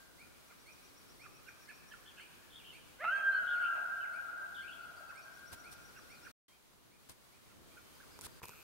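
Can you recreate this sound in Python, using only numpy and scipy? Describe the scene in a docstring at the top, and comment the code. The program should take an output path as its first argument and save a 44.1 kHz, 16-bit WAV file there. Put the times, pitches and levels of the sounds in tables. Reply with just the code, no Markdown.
"""A coyote far out in a meadow howls, and the forest edge rings on for seconds, as it still does at the
start from an earlier howl. Nearby birds whistle, chip, chuck and sing; their notes are sines along drawn
curves. Behind them lie breeze and microphone hiss, made of shaped random noise, and faint steady tones.
The sound is cut, goes silent briefly and fades up as a second scene. Fingers knock and rub the body of a
hand-held camera and start its zoom motor: bursts, noise and gear clicks that ring through resonances."""
import sys
import numpy as np
from scipy import signal
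from scipy.fft import rfft, irfft, next_fast_len
from scipy.io import wavfile
from scipy.ndimage import uniform_filter1d

SR = 44100
rng = np.random.default_rng(int(sys.argv[2]) if len(sys.argv) > 2 else 0)


def digitize_waveform(pressure):
    """Quantize a signal to 16-bit integers and store it at the path in sys.argv[1].

    Rows of a 2-D input are taken as channels; values are limited to [-1, 1].
    """
    field = np.atleast_2d(pressure).T
    bounded = np.clip(field, -1, 1)
    quanta = np.round(bounded * 32767).astype(np.int16)
    wavfile.write(sys.argv[1], SR, quanta)


N = 380566
TIME = np.arange(N) / SR
FFT_SIZE = next_fast_len(N)

# the silence between the two scenes: start t/s, end t/s
CUT_S = (6.318, 6.481)

# air noise colour: f/Hz, relative level/dB per Hz
AIR_COLOUR = [(12, -51), (20, -8), (74, -3), (171, -4.5), (220, -4), (353, -3.5), (792, -8), (1110, -6.5),
              (1420, -8.5), (1590, -10), (2410, -13), (4210, -13), (5720, -16), (6580, -15.5), (15600, -17)]
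AIR_DB = -62.5  # overall, before the left-right spread and the swells
# how alike left and right air noise are: f/Hz, correlation (-1 to 1)
AIR_LIKENESS = [(60, -0.58), (130, -0.65), (290, -0.42), (640, 0.15), (1410, 0.06), (3100, -0.17),
                (6820, 0.06), (15000, 0.05)]
# tilt of the air noise between the ears: f/Hz, left minus right level/dB
AIR_LEAN = [(60, 0.5), (110, -1), (200, 1), (380, 1), (700, -0.5), (1290, 1), (2380, -1.0), (4400, 0),
            (8120, 1.5), (15000, -1)]
# slow background swell, lower after the cut and creeping back: t/s, level/dB, extra low wind level/dB
BACKGROUND_SWELL = [(0, -0.5, 0.5), (2, -0.5, 0.5), (4, -0.5, -0.5), (6.3, 0, 1.5), (6.479, -4.5, -3),
                    (6.8, -5.5, 0.5), (7.101, -3.5, -1.5), (7.4, -3, 0), (7.6, -2, 5.5), (7.9, 1, -2),
                    (8.201, 1, 2.5), (8.63, 0, -1)]
# short dips of the background: start t/s, end t/s, level/dB
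BACKGROUND_DIPS = [(8.2, 8.205, -3), (8.402, 8.428, -10), (8.465, 8.47, -4)]
# faint steady tones: the highest from the camera electronics, those near 3.1 kHz probably far bird whistles
# columns: f/Hz, level/dB, start t/s, end t/s
STEADY_TONES = [(15734, -92, 0, 9), (6320, -84, 7.5, 8.2), (3170, -76, 6.48, 6.57), (3200, -80, 7.66, 7.75),
                (3080, -78, 7.76, 8.1)]
TONE_FLICKER_DB = 3

# echo by band: f/Hz, far trees' time to fall 60 dB t/s, their level/dB, near trees' time t/s, their level/dB
FOREST_BANDS = [(500, 7.0, 3.5, 0.81, -12.5), (975, 6.0, 2.5, 0.65, -1), (1500, 3.8, -2.5, 0.18, -7),
                (2500, 4.2, -7.5, 0.24, 2), (4000, 1.2, -16, 0.25, -5), (7000, 0.92, -16, 0.74, -1)]
# bunched echoes off walls of trees: delay t/s, spread t/s, level/dB
TREE_WALLS = [(.13, 0.034, -13), (.3, .05, -23)]
FAR_RISE_S, ECHO_PAN_DB = 0.34, 3  # the far slope lies to the left
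PATCHY_DB = 3  # slopes and gaps make the long echo uneven
ECHO_SHARED = .1  # part of the echo that both ears hear alike, 0-1
# the earlier howl, heard only as echo: start t/s, relative level/dB
EARLIER_HOWL = (-1.6, -19.5)

# placing of each voice, by name: left minus right level/dB
VOICE_PAN = {"howl": -2, "whistle": -7, "chip": 8, "chuck": -6.5, "song": .1, "pip": 2}

# Note shapes: t/s from the note's time, f/Hz before any pitch scaling, level/dB added to the note's level
# rising whistle
WHISTLE_RISE = [(-.038, 1970, -22), (-.025, 2150, -9.5), (-.01, 2330, -3.5), (0, 2450, -6),
                (.008, 2530, -3.5), (.016, 2500, -23)]
# thin tick that opens the rising whistle
WHISTLE_TICK = [(-.028, 8400, -25), (-.022, 8750, -9), (-.014, 9000, -16.5), (-.01, 9000, -30)]
# weak octave of the rising whistle
WHISTLE_OCTAVE = [(-.032, 4150, -29), (-.024, 4300, -13.5), (-.012, 4400, -17.5), (.005, 4900, -20),
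                  (.012, 5050, -33)]
# arched chip
CHIP_ARCH = [(-.03, 4900, -13), (-.018, 5405, -6), (0, 5785, 2.5), (.01, 5850, -8.5), (.022, 5500, -9),
             (.04, 4434, -4), (.046, 4230, -27)]
# lower voice of a chuck
CHUCK_LOWER = [(-.028, 1245, -23), (-.021, 1480, -5), (-.006, 1570, 0.5), (.004, 1500, -0.5),
               (.014, 1250, -2.5), (.026, 1050, -19.5)]
# upper voice of a chuck
CHUCK_UPPER = [(-.024, 2500, -28), (-.017, 2899, -10.5), (0, 2247, -6.5), (.015, 1650, -8.5),
               (.028, 1350, -26)]
# clean up-and-down flick before some song phrases
FLICK_SHAPE = [(-.008, 3200, -4), (0, 3750, 0), (.012, 3130, -3)]
# pip of a far bird
PIP_SHAPE = [(-.022, 4270, -13), (-.01, 4700, -0.5), (0, 4800, -3.5), (.012, 4500, -2), (.024, 4150, -18)]
# longer, level whistle of the far bird
HELD_SHAPE = [(0, 4080, -12), (.02, 4150, -3), (.05, 4280, 0), (.075, 4220, -2), (.09, 4200, -15)]

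# rising whistles: t/s
WHISTLE_TIMES = [.218, .693, 1.226, 1.711, 2.231, 2.759, 3.18, 3.648, 4.16, 4.648, 5.182, 5.671, 6.128,
                 6.536, 6.939, 7.348, 7.727, 8.165]
WHISTLE_DB, WHISTLE_AFTER_CUT_DB = -57, -70
# chip series: first chip t/s, full level/dB
CHIP_SERIES = [(.485, -69), (5.11, -66.5)]
# number of chips in each series
CHIP_COUNTS = (12, 10)
CHIP_GAP_S, CHIP_SLOWING_S = .1221, .001  # starting gap, and its growth per chip
CHIP_START_DB, CHIP_SCATTER_DB = -9, 1.2
# two-voiced chucks: t/s, lower voice level/dB, pitch f/Hz, upper voice level/dB
CHUCK_CALLS = [(.515, -64, 1348, -65), (1.255, -60, 1413, -62), (1.486, -58, 1500, -61),
               (1.702, -58.5, 1672, -63), (1.931, -59, 1670, -62), (2.195, -60.5, 1584, -64),
               (5.11, -57, 1398, -59), (5.976, -58, 1500, -60), (6.263, -58, 1540, -60),
               (7.519, -71.5, 1367, -73), (7.784, -64.5, 1440, -69), (8.025, -62, 1518, -72),
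               (8.252, -63, 1500, -66), (8.53, -66, 1463, -73)]

# phrases that warble, then slide clean: start t/s, slide t/s, end t/s,
# start f/Hz, f/Hz at the slide, end f/Hz, full level/dB, end level/dB
SONG_PHRASES = [(2.052, 2.092, 2.133, 3150, 3350, 2140, -63, -72),
                (2.16, 2.225, 2.24, 2650, 3000, 2900, -64, -66),
                (2.52, 2.578, 2.635, 3250, 3500, 2200, -60, -66),
                (2.638, 2.7, 2.742, 2950, 3050, 2630, -60, -66),
                (3.465, 3.525, 3.59, 3100, 3500, 2100, -56, -64),
                (3.605, 3.68, 3.72, 2850, 2850, 2700, -59, -68),
                (3.745, 3.76, 3.785, 2740, 2600, 1900, -63, -62),
                (4.0, 4.03, 4.068, 2800, 2840, 1900, -60, -57),
                (4.562, 4.612, 4.642, 3130, 3350, 2580, -59, -68),
                (4.668, 4.7, 4.715, 2800, 2750, 2950, -59, -61),
                (4.715, 4.735, 4.76, 3200, 3350, 3150, -59, -61),
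                (4.765, 4.77, 4.81, 2650, 2700, 3000, -66, -68)]
# flicks: t/s, level/dB
SONG_FLICKS = [(2.508, -66), (4.553, -57)]
WARBLE_HZ, WARBLE_DEPTH_HZ, WARBLE_FADE_S = 72, 240, .025
SONG_START_DB, SLIDE_BEND, SLIDE_DIP_DB = -4, 1.6, -4

# howl: a scoop up, the break, a climb, a long sag and a final drop
# columns: t/s, vocal fold pulse rate f/Hz, level/dB before the throat
HOWL_CURVE = [(2.982, 460, -77), (3.005, 549, -52), (3.04, 732, -45), (3.043, 648, -37), (3.068, 655, -32),
              (3.11, 755, -36), (3.132, 792, -32.5), (3.2, 800, -33), (3.275, 792, -32), (3.33, 782, -35.5),
              (3.415, 724, -39), (3.47, 728, -40.5), (3.535, 708, -38.5), (3.61, 726, -41),
              (3.65, 696, -39.5), (3.755, 688, -42), (3.77, 410, -50), (3.782, 398, -51), (3.79, 396, -65)]
# how the throat favours some pitches: f/Hz, level/dB
THROAT = [(400, -6.5), (700, -3.5), (1000, -10), (1450, 1.5), (2000, -5), (3000, -25.5), (4000, -42),
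          (5000, -63.5), (6500, -50)]
# odd overtones before the break, just after it, settled, in the drop: level/dB
ODD_OVERTONES = (2, -19, -37, -24)
# the odd overtones weaken when the voice breaks into the high register, so the heard pitch doubles
BREAK_S, SETTLED_S, DROP_S = 3.042, 3.1, 3.762
BRIGHT_DB, DULLING_DB_PER_S, DROP_DULL_DB = 1.5, -9, -7  # per overtone above the second
ROUGH, SCOOP_ROUGH, BREAK_ROUGH, DROP_ROUGH = .01, .15, .5, .2  # strength of the roughness
BREAK_CALMS_S, TIRING_ROUGH_PER_S = .018, .12

# faint pips of a far bird: t/s, level/dB, pitch f/Hz
PIP_CALLS = [(3.455, -69, 4000), (3.57, -67, 4500), (4.71, -72, 4650), (4.83, -71, 4600),
             (4.98, -67.5, 4800), (5.09, -72, 4730), (5.19, -69, 5480), (5.235, -69, 4688),
             (6.155, -71, 4800), (6.175, -67.5, 4300), (7.96, -71, 4980), (8.13, -70, 5130),
             (8.157, -70, 5000), (8.33, -73, 4880), (8.36, -71, 5000)]
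# held whistles of the far bird: t/s, level/dB
HELD_CALLS = [(3.305, -64)]

# fingers rubbing the camera: start t/s, loudest t/s, end t/s, hiss level/dB, rumble level/dB
RUBS = [(5.514, 5.531, 5.555, -50.5, -49), (5.707, 5.731, 5.75, -53, -58), (7.085, 7.096, 7.14, -56, -56.5),
        (8.208, 8.266, 8.272, -46, -54), (8.422, 8.442, 8.44, -59, -45)]
# knocks on the camera body: t/s, thud level/dB, snap level/dB, before the body rings
KNOCKS = [(7.096, -53, -43), (8.19, -42.5, -43), (8.211, -54, -38), (8.217, -54, -40), (8.268, -44, -50),
          (8.418, -44, -60), (8.431, -48, -52), (8.436, -48, -52), (8.442, -40.5, -46), (8.455, -45, -40),
          (8.483, -50, -44), (8.493, -43, -43)]
# body resonances that ring in a thud: f/Hz, width f/Hz, level/dB
BODY_RING = [(132.5, 110, -3.5), (428, 124, -1.5), (966, 165, 4)]
# thin shell and buttons that ring in a snap: f/Hz, width f/Hz, level/dB
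SHELL_RING = [(2500, 620, -10), (6360, 5600, 0), (10400, 4400, -1.5)]
# loud kicks of the zoom motor: t/s, level/dB added as amplitude to the running level
MOTOR_KICKS = [(8.431, -54), (8.483, -59)]
# gear resonance: f/Hz, width f/Hz, level/dB
GEAR_RING = [(2500, 400, 0)]
# motor rattle: f/Hz, width f/Hz, level/dB relative to the gear
RATTLE_RING = [(7750, 3600, -6), (12900, 2100, 0)]
MOTOR_HZ, MOTOR_WAVER = 151, .06  # gear steps per second; waver in steps
MOTOR_RUN_DB, MOTOR_SINK_S = -66, .014

# microphone notch: f/Hz, width f/Hz, depth (0-1)
MIC_NOTCH = (7590, 130, 0.6)
# broad weakening of the microphone near the top: f/Hz, width f/Hz, depth (0-1)
MIC_TOP = (14500, 2100, .3)
TOP_HZ = 15760


def amp(db):
    """Turn decibels into a plain multiplier."""
    return 10 ** (np.asarray(db, float) / 20)


def unit(x):
    """Scale a sound to an average (RMS) strength of 1."""
    return x / np.sqrt(np.mean(x ** 2))


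def over_hz(table, hz, column=1):
    """Read a table column between its rows, straight on a log-frequency axis."""
    table = np.array(table, float)
    return np.interp(np.log(np.maximum(hz, 1)), np.log(table[:, 0]), table[:, column])


def ring(x, modes):
    """Let a sound excite several resonances (f/Hz, width f/Hz, level/dB) and add them up."""
    return sum(amp(db) * signal.lfilter(*signal.iirpeak(hz, hz / width, fs=SR), x)
               for hz, width, db in modes)


def walk(rate, size=N):
    """Random wandering curve with spread 1; a higher rate in Hz wanders faster."""
    k = max(int(SR / rate), 1)
    return unit(uniform_filter1d(uniform_filter1d(rng.standard_normal(size), k), k))


def place(x, pan_db):
    """Make a sound stereo by its left-minus-right level."""
    return x * amp([[pan_db / 2], [-pan_db / 2]])


def add(track, start, hz, db):
    """Add a sine that follows pitch and level curves from the start time on."""
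    i = int(start * SR)
    tone = np.sqrt(2) * amp(db) * np.sin(2 * np.pi * np.cumsum(hz) / SR)
    track[i:i + len(hz)] += tone[:len(track) - i]


def notes(rows, shape, pitch_hz=None, rough=.1):
    """Sing one note shape at every row, a little different each time; roughness shakes pitch and level."""
    track = np.zeros(N)
    s, hz, db = np.transpose(shape)
    t = np.arange(s[0], s[-1], 1 / SR)
    for row in rows:
        scale = row[2] / pitch_hz if pitch_hz else 1 + .008 * rng.standard_normal()
        scale = scale * (1 + 0.043 * rough * walk(300, size=len(t)))
        level_db = row[1] + np.interp(t, s, db) + 6 * rough * walk(220, size=len(t))
        add(track, row[0] + s[0], scale * np.interp(t, s, hz), level_db)
    return track


def air():
    """Breeze, microphone hiss and faint steady tones; the bass is partly opposed between the two ports."""
    hz = np.fft.rfftfreq(FFT_SIZE, 1 / SR)
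    like = np.clip(over_hz(AIR_LIKENESS, hz), -.95, .95)
    mid, side = rfft(rng.standard_normal((2, FFT_SIZE))) * amp(over_hz(AIR_COLOUR, hz))
    side = side * np.sqrt((1 - like) / (1 + like))
    lean = amp(over_hz(AIR_LEAN, hz) / 2)
    both = np.array([(mid + side) * lean, (mid - side) / lean])
    both = both * amp(AIR_DB) / np.std(irfft(mid, FFT_SIZE))
    # split at about 600 Hz: the low wind swells on its own
    low = 1 / (1 + (hz / 600) ** 4)
    s, db, wind_db = np.transpose(BACKGROUND_SWELL)
    wind = irfft(both * low, FFT_SIZE)[:, :N] * amp(np.interp(TIME, s, wind_db) + 1.0 * walk(5))
    rest = irfft(both * (1 - low), FFT_SIZE)[:, :N] * amp(.5 * walk(15))
    tone = np.zeros(N)
    for f, level_db, start, end in STEADY_TONES:
        level = np.sqrt(2) * amp(level_db + TONE_FLICKER_DB * walk(12))
        tone += level * np.sin(2 * np.pi * f * TIME) * (TIME > start) * (TIME < end)
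    dips = sum(depth * (TIME > start) * (TIME < end) for start, end, depth in BACKGROUND_DIPS)
    smooth_dips = amp(uniform_filter1d(1. * dips, size=60))
    return ((wind + rest) * amp(np.interp(TIME, s, db)) + tone) * smooth_dips


def forest():
    """Echo pattern for each ear: bands of scatter, quick from near trunks, late and long from far slopes."""
    hz, out = np.fft.rfftfreq(FFT_SIZE, 1 / SR), np.zeros((2, N))
    noise = rfft(rng.standard_normal((3, FFT_SIZE)))
    noise = np.sqrt(1 - ECHO_SHARED) * noise[:2] + np.sqrt(ECHO_SHARED) * noise[2]
    patches = amp(PATCHY_DB * walk(7))
    walls = sum(amp(db) * np.exp(-.5 * ((TIME - s) / spread) ** 2) / np.sqrt(spread * SR)
                for s, spread, db in TREE_WALLS)
    for centre, far_t60, far_db, near_t60, near_db in FOREST_BANDS:
        # each band fades into its neighbours
        band_gain = over_hz([(row[0], row[0] == centre) for row in FOREST_BANDS], hz)
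        band = irfft(noise * band_gain, FFT_SIZE)[:, :N]
        far = (1 - np.exp(-TIME / FAR_RISE_S)) * amp(-60 * TIME / far_t60) * patches
        far = amp(far_db) * far / np.linalg.norm(far)
        near = np.clip(TIME / 0.0025, 0, 1) * amp(-60 * TIME / near_t60)
        near = amp(near_db) * (near / np.linalg.norm(near) + walls)
        out += band * (place(far, ECHO_PAN_DB) + near)
    return out


def echo(x, response):
    """Let every instant of a sound set off the whole echo pattern (convolution)."""
    return signal.fftconvolve(x[None], response, axes=1)


def whistles():
    """Rising bird whistles: a gliding sine, a thin opening tick and a weak octave."""
    rows = [(s, WHISTLE_DB if s < CUT_S[0] else WHISTLE_AFTER_CUT_DB) for s in WHISTLE_TIMES]
    return sum(notes(rows, shape, rough=.15) for shape in (WHISTLE_RISE, WHISTLE_TICK, WHISTLE_OCTAVE))


def chips():
    """Chips whose pitch arches up and down, in series that start soft and slow down."""
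    rows = []
    for (first, db), count in zip(CHIP_SERIES, CHIP_COUNTS):
        k = np.arange(count)
        times = first + CHIP_GAP_S * k + CHIP_SLOWING_S * k ** 2 / 2
        levels = db + CHIP_START_DB * np.exp(-k) + CHIP_SCATTER_DB * rng.standard_normal(count)
        rows += zip(times, levels)
    return notes(rows, CHIP_ARCH, rough=.25)


def chucks():
    """Rough chucks: two gliding voices sound together."""
    upper_rows = [(s, upper_db, hz) for s, db, hz, upper_db in CHUCK_CALLS]
    lower = notes(CHUCK_CALLS, CHUCK_LOWER, pitch_hz=1500, rough=0.75)
    return lower + notes(upper_rows, CHUCK_UPPER, pitch_hz=1520, rough=.9)


def song():
    """A whistled song whose pitch and level tremble with an uneven warble, then slide clean."""
    track = notes(SONG_FLICKS, FLICK_SHAPE)
    for start, slide, end, start_hz, slide_hz, end_hz, full_db, end_db in SONG_PHRASES:
        t = np.arange(start, end, 1 / SR)
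        fall = np.interp(t, [slide, end], [0, 1])  # progress of the slide
        hz = np.interp(t, [start, slide], [start_hz, slide_hz])
        hz = hz + (end_hz - slide_hz) * (1 - (1 - fall) ** SLIDE_BEND)
        db = np.interp(t, [start, (start + slide) / 2, slide, end],
                       [full_db + SONG_START_DB, full_db, full_db, end_db])
        db = db + SLIDE_DIP_DB * np.sin(np.pi * fall)
        depth = WARBLE_DEPTH_HZ * np.clip((slide + WARBLE_FADE_S / 2 - t) / WARBLE_FADE_S, 0, 1)
        warble_hz = WARBLE_HZ * (1 + .2 * walk(60, size=len(t)))
        beat = 2 * np.pi * (np.cumsum(warble_hz) / SR + rng.random())
        # 6 ms fades at both ends
        edge = 20 * np.log10(np.clip(np.minimum(t - start, end - t) / .006, .001, 1))
        db = db + edge + depth / 70 * np.cos(beat) + 2.0 * walk(150, size=len(t))
        add(track, start, hz + depth * np.sin(beat), db)
    return track


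def howl():
    """Overtones of the vocal folds, weighted by the throat; roughness shakes pitch and level."""
    s, *columns = np.transpose(HOWL_CURVE)
    t = np.arange(s[0], s[-1], 1 / SR)
    hz, db = (np.interp(t, s, c) for c in columns)
    stage = np.searchsorted([BREAK_S, SETTLED_S, DROP_S], t)
    odd_db = uniform_filter1d(np.array(ODD_OVERTONES, float)[stage], size=200)
    bright_db = BRIGHT_DB + DULLING_DB_PER_S * np.maximum(t - SETTLED_S, 0) + DROP_DULL_DB * (t > DROP_S)
    break_rough = BREAK_ROUGH * np.exp(-np.abs(t - BREAK_S) / BREAK_CALMS_S)
    later_rough = ROUGH + TIRING_ROUGH_PER_S * (t - BREAK_S) + break_rough
    rough = np.where(t < BREAK_S, SCOOP_ROUGH, later_rough) + DROP_ROUGH * (t > DROP_S)
    hz = hz * (1 + 0.0032 * walk(25, size=len(t)) + .12 * rough * walk(510, size=len(t)))
    db = db + 1.2 * walk(34, size=len(t)) + 8 * rough * walk(300, size=len(t))
    track = np.zeros(N)
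    for k in range(1, 9):
        overtone_db = db + over_hz(THROAT, k * hz) + k % 2 * odd_db + max(k - 2, 0) * bright_db
        add(track, s[0], k * hz, overtone_db)
    # a rough voice locks every third cycle of the high register and grows side tones
    i = int(s[0] * SR)
    track[i:i + len(t)] *= 1 + 4 * rough ** 2 * np.cos(2 * np.pi * np.cumsum(hz * 2 / 3) / SR)
    return track


def pips():
    """A far bird's short pips and a longer, level whistle, as gliding sines."""
    short = notes(PIP_CALLS, PIP_SHAPE, pitch_hz=4800, rough=0.4)
    return short + notes(HELD_CALLS, HELD_SHAPE, rough=.3)


def rubs():
    """Fingers rubbing the camera: friction hiss and a low rumble that rise and fall together."""
    hiss = ring(rng.standard_normal((2, N)), [(4500, 2800, 0), (9000, 2800, 3), (12800, 2100, -7)])
    hiss = unit(hiss) * amp(2.5 * walk(430))
    rumble = unit(ring(rng.standard_normal((2, N)), [(89, 100, 4), (400, 890, -11.5), (1100, 600, -11.5)]))
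    return sum(np.interp(TIME, row[:3], [0, 1, 0]) * (amp(row[3]) * hiss + amp(row[4]) * rumble)
               for row in RUBS)


def knocks():
    """Knocks on the camera: a soft push rings the body, a noise burst rings the shell and buttons."""
    thud, snap = np.zeros(N), np.zeros((2, N))
    bursts = rng.standard_normal((len(KNOCKS), 2, 200))
    for (s, db, snap_db), burst in zip(KNOCKS, bursts):
        i = int(s * SR)
        thud[i:i + 24] += amp(db + 9) * np.hanning(24)
        snap[:, i:i + 200] += amp(snap_db) * burst * np.exp(-np.arange(200) / (0.0013 * SR))
    return ring(thud, BODY_RING) + ring(snap, SHELL_RING)


def zoom_motor():
    """Each gear step is a click that rings narrow, followed by a short rattle; loud kicks sink away."""
    phase = (MOTOR_HZ * (TIME - MOTOR_KICKS[0][0]) + MOTOR_WAVER * walk(60)) % 1
    rattle_noise = np.exp(-phase / .45) * rng.standard_normal((2, N))
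    clicks = (np.diff(phase, prepend=0) < -.5) * amp(1.5 * rng.standard_normal(N))
    gear = unit(ring(ring(clicks, GEAR_RING), GEAR_RING))
    rattle = np.zeros((2, N))
    for hz, width, db in RATTLE_RING:
        mode = [(hz, width, 0)]
        rattle += amp(db) * unit(ring(ring(rattle_noise, mode), mode))
    kicks = sum(amp(db) * np.exp(-np.abs(TIME - s) / MOTOR_SINK_S) * (TIME > s - .003)
                for s, db in MOTOR_KICKS)
    running = TIME > MOTOR_KICKS[0][0] - .003
    return (gear + rattle) * (amp(MOTOR_RUN_DB) + kicks) * running


def scene():
    """Add the voices, their echoes, the air and the camera noises."""
    call, response = howl(), forest()
    voices = {"howl": call, "whistle": whistles(), "chuck": chucks(), "chip": chips(),
              "song": song(), "pip": pips()}
    direct = sum(place(x, VOICE_PAN[name]) for name, x in voices.items())
    # echoes do not carry across the cut
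    first = TIME < CUT_S[1]
    total = sum(voices.values())
    echoes = echo(total * first, response)[:, :N] * first + echo(total * ~first, response)[:, :N]
    # the earlier howl is the same call shifted back in time
    skip = int((HOWL_CURVE[0][0] - EARLIER_HOWL[0]) * SR)
    earlier = amp(EARLIER_HOWL[1]) * echo(call, response)[:, skip:skip + N] * first
    return direct + echoes + earlier + air() + knocks() + rubs() + zoom_motor()


def record(dry):
    """Microphone notch and soft top, the silent cut with quick fades, and a steep low-pass."""
    heard = dry
    for hz, width, depth in (MIC_NOTCH, MIC_TOP):
        heard = heard - depth * ring(heard, [(hz, width, 0)])
    fade_out, fade_in = (CUT_S[0] - TIME) / 0.0052, (TIME - CUT_S[1]) / 0.0028
    cut_gain = np.clip(np.maximum(fade_out, fade_in), 0, 1)
    low_pass = signal.ellip(14, .2, 90, TOP_HZ, fs=SR, output="sos")
    return signal.sosfilt(low_pass, heard * cut_gain)


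dry = scene()
out = record(dry)
digitize_waveform(out)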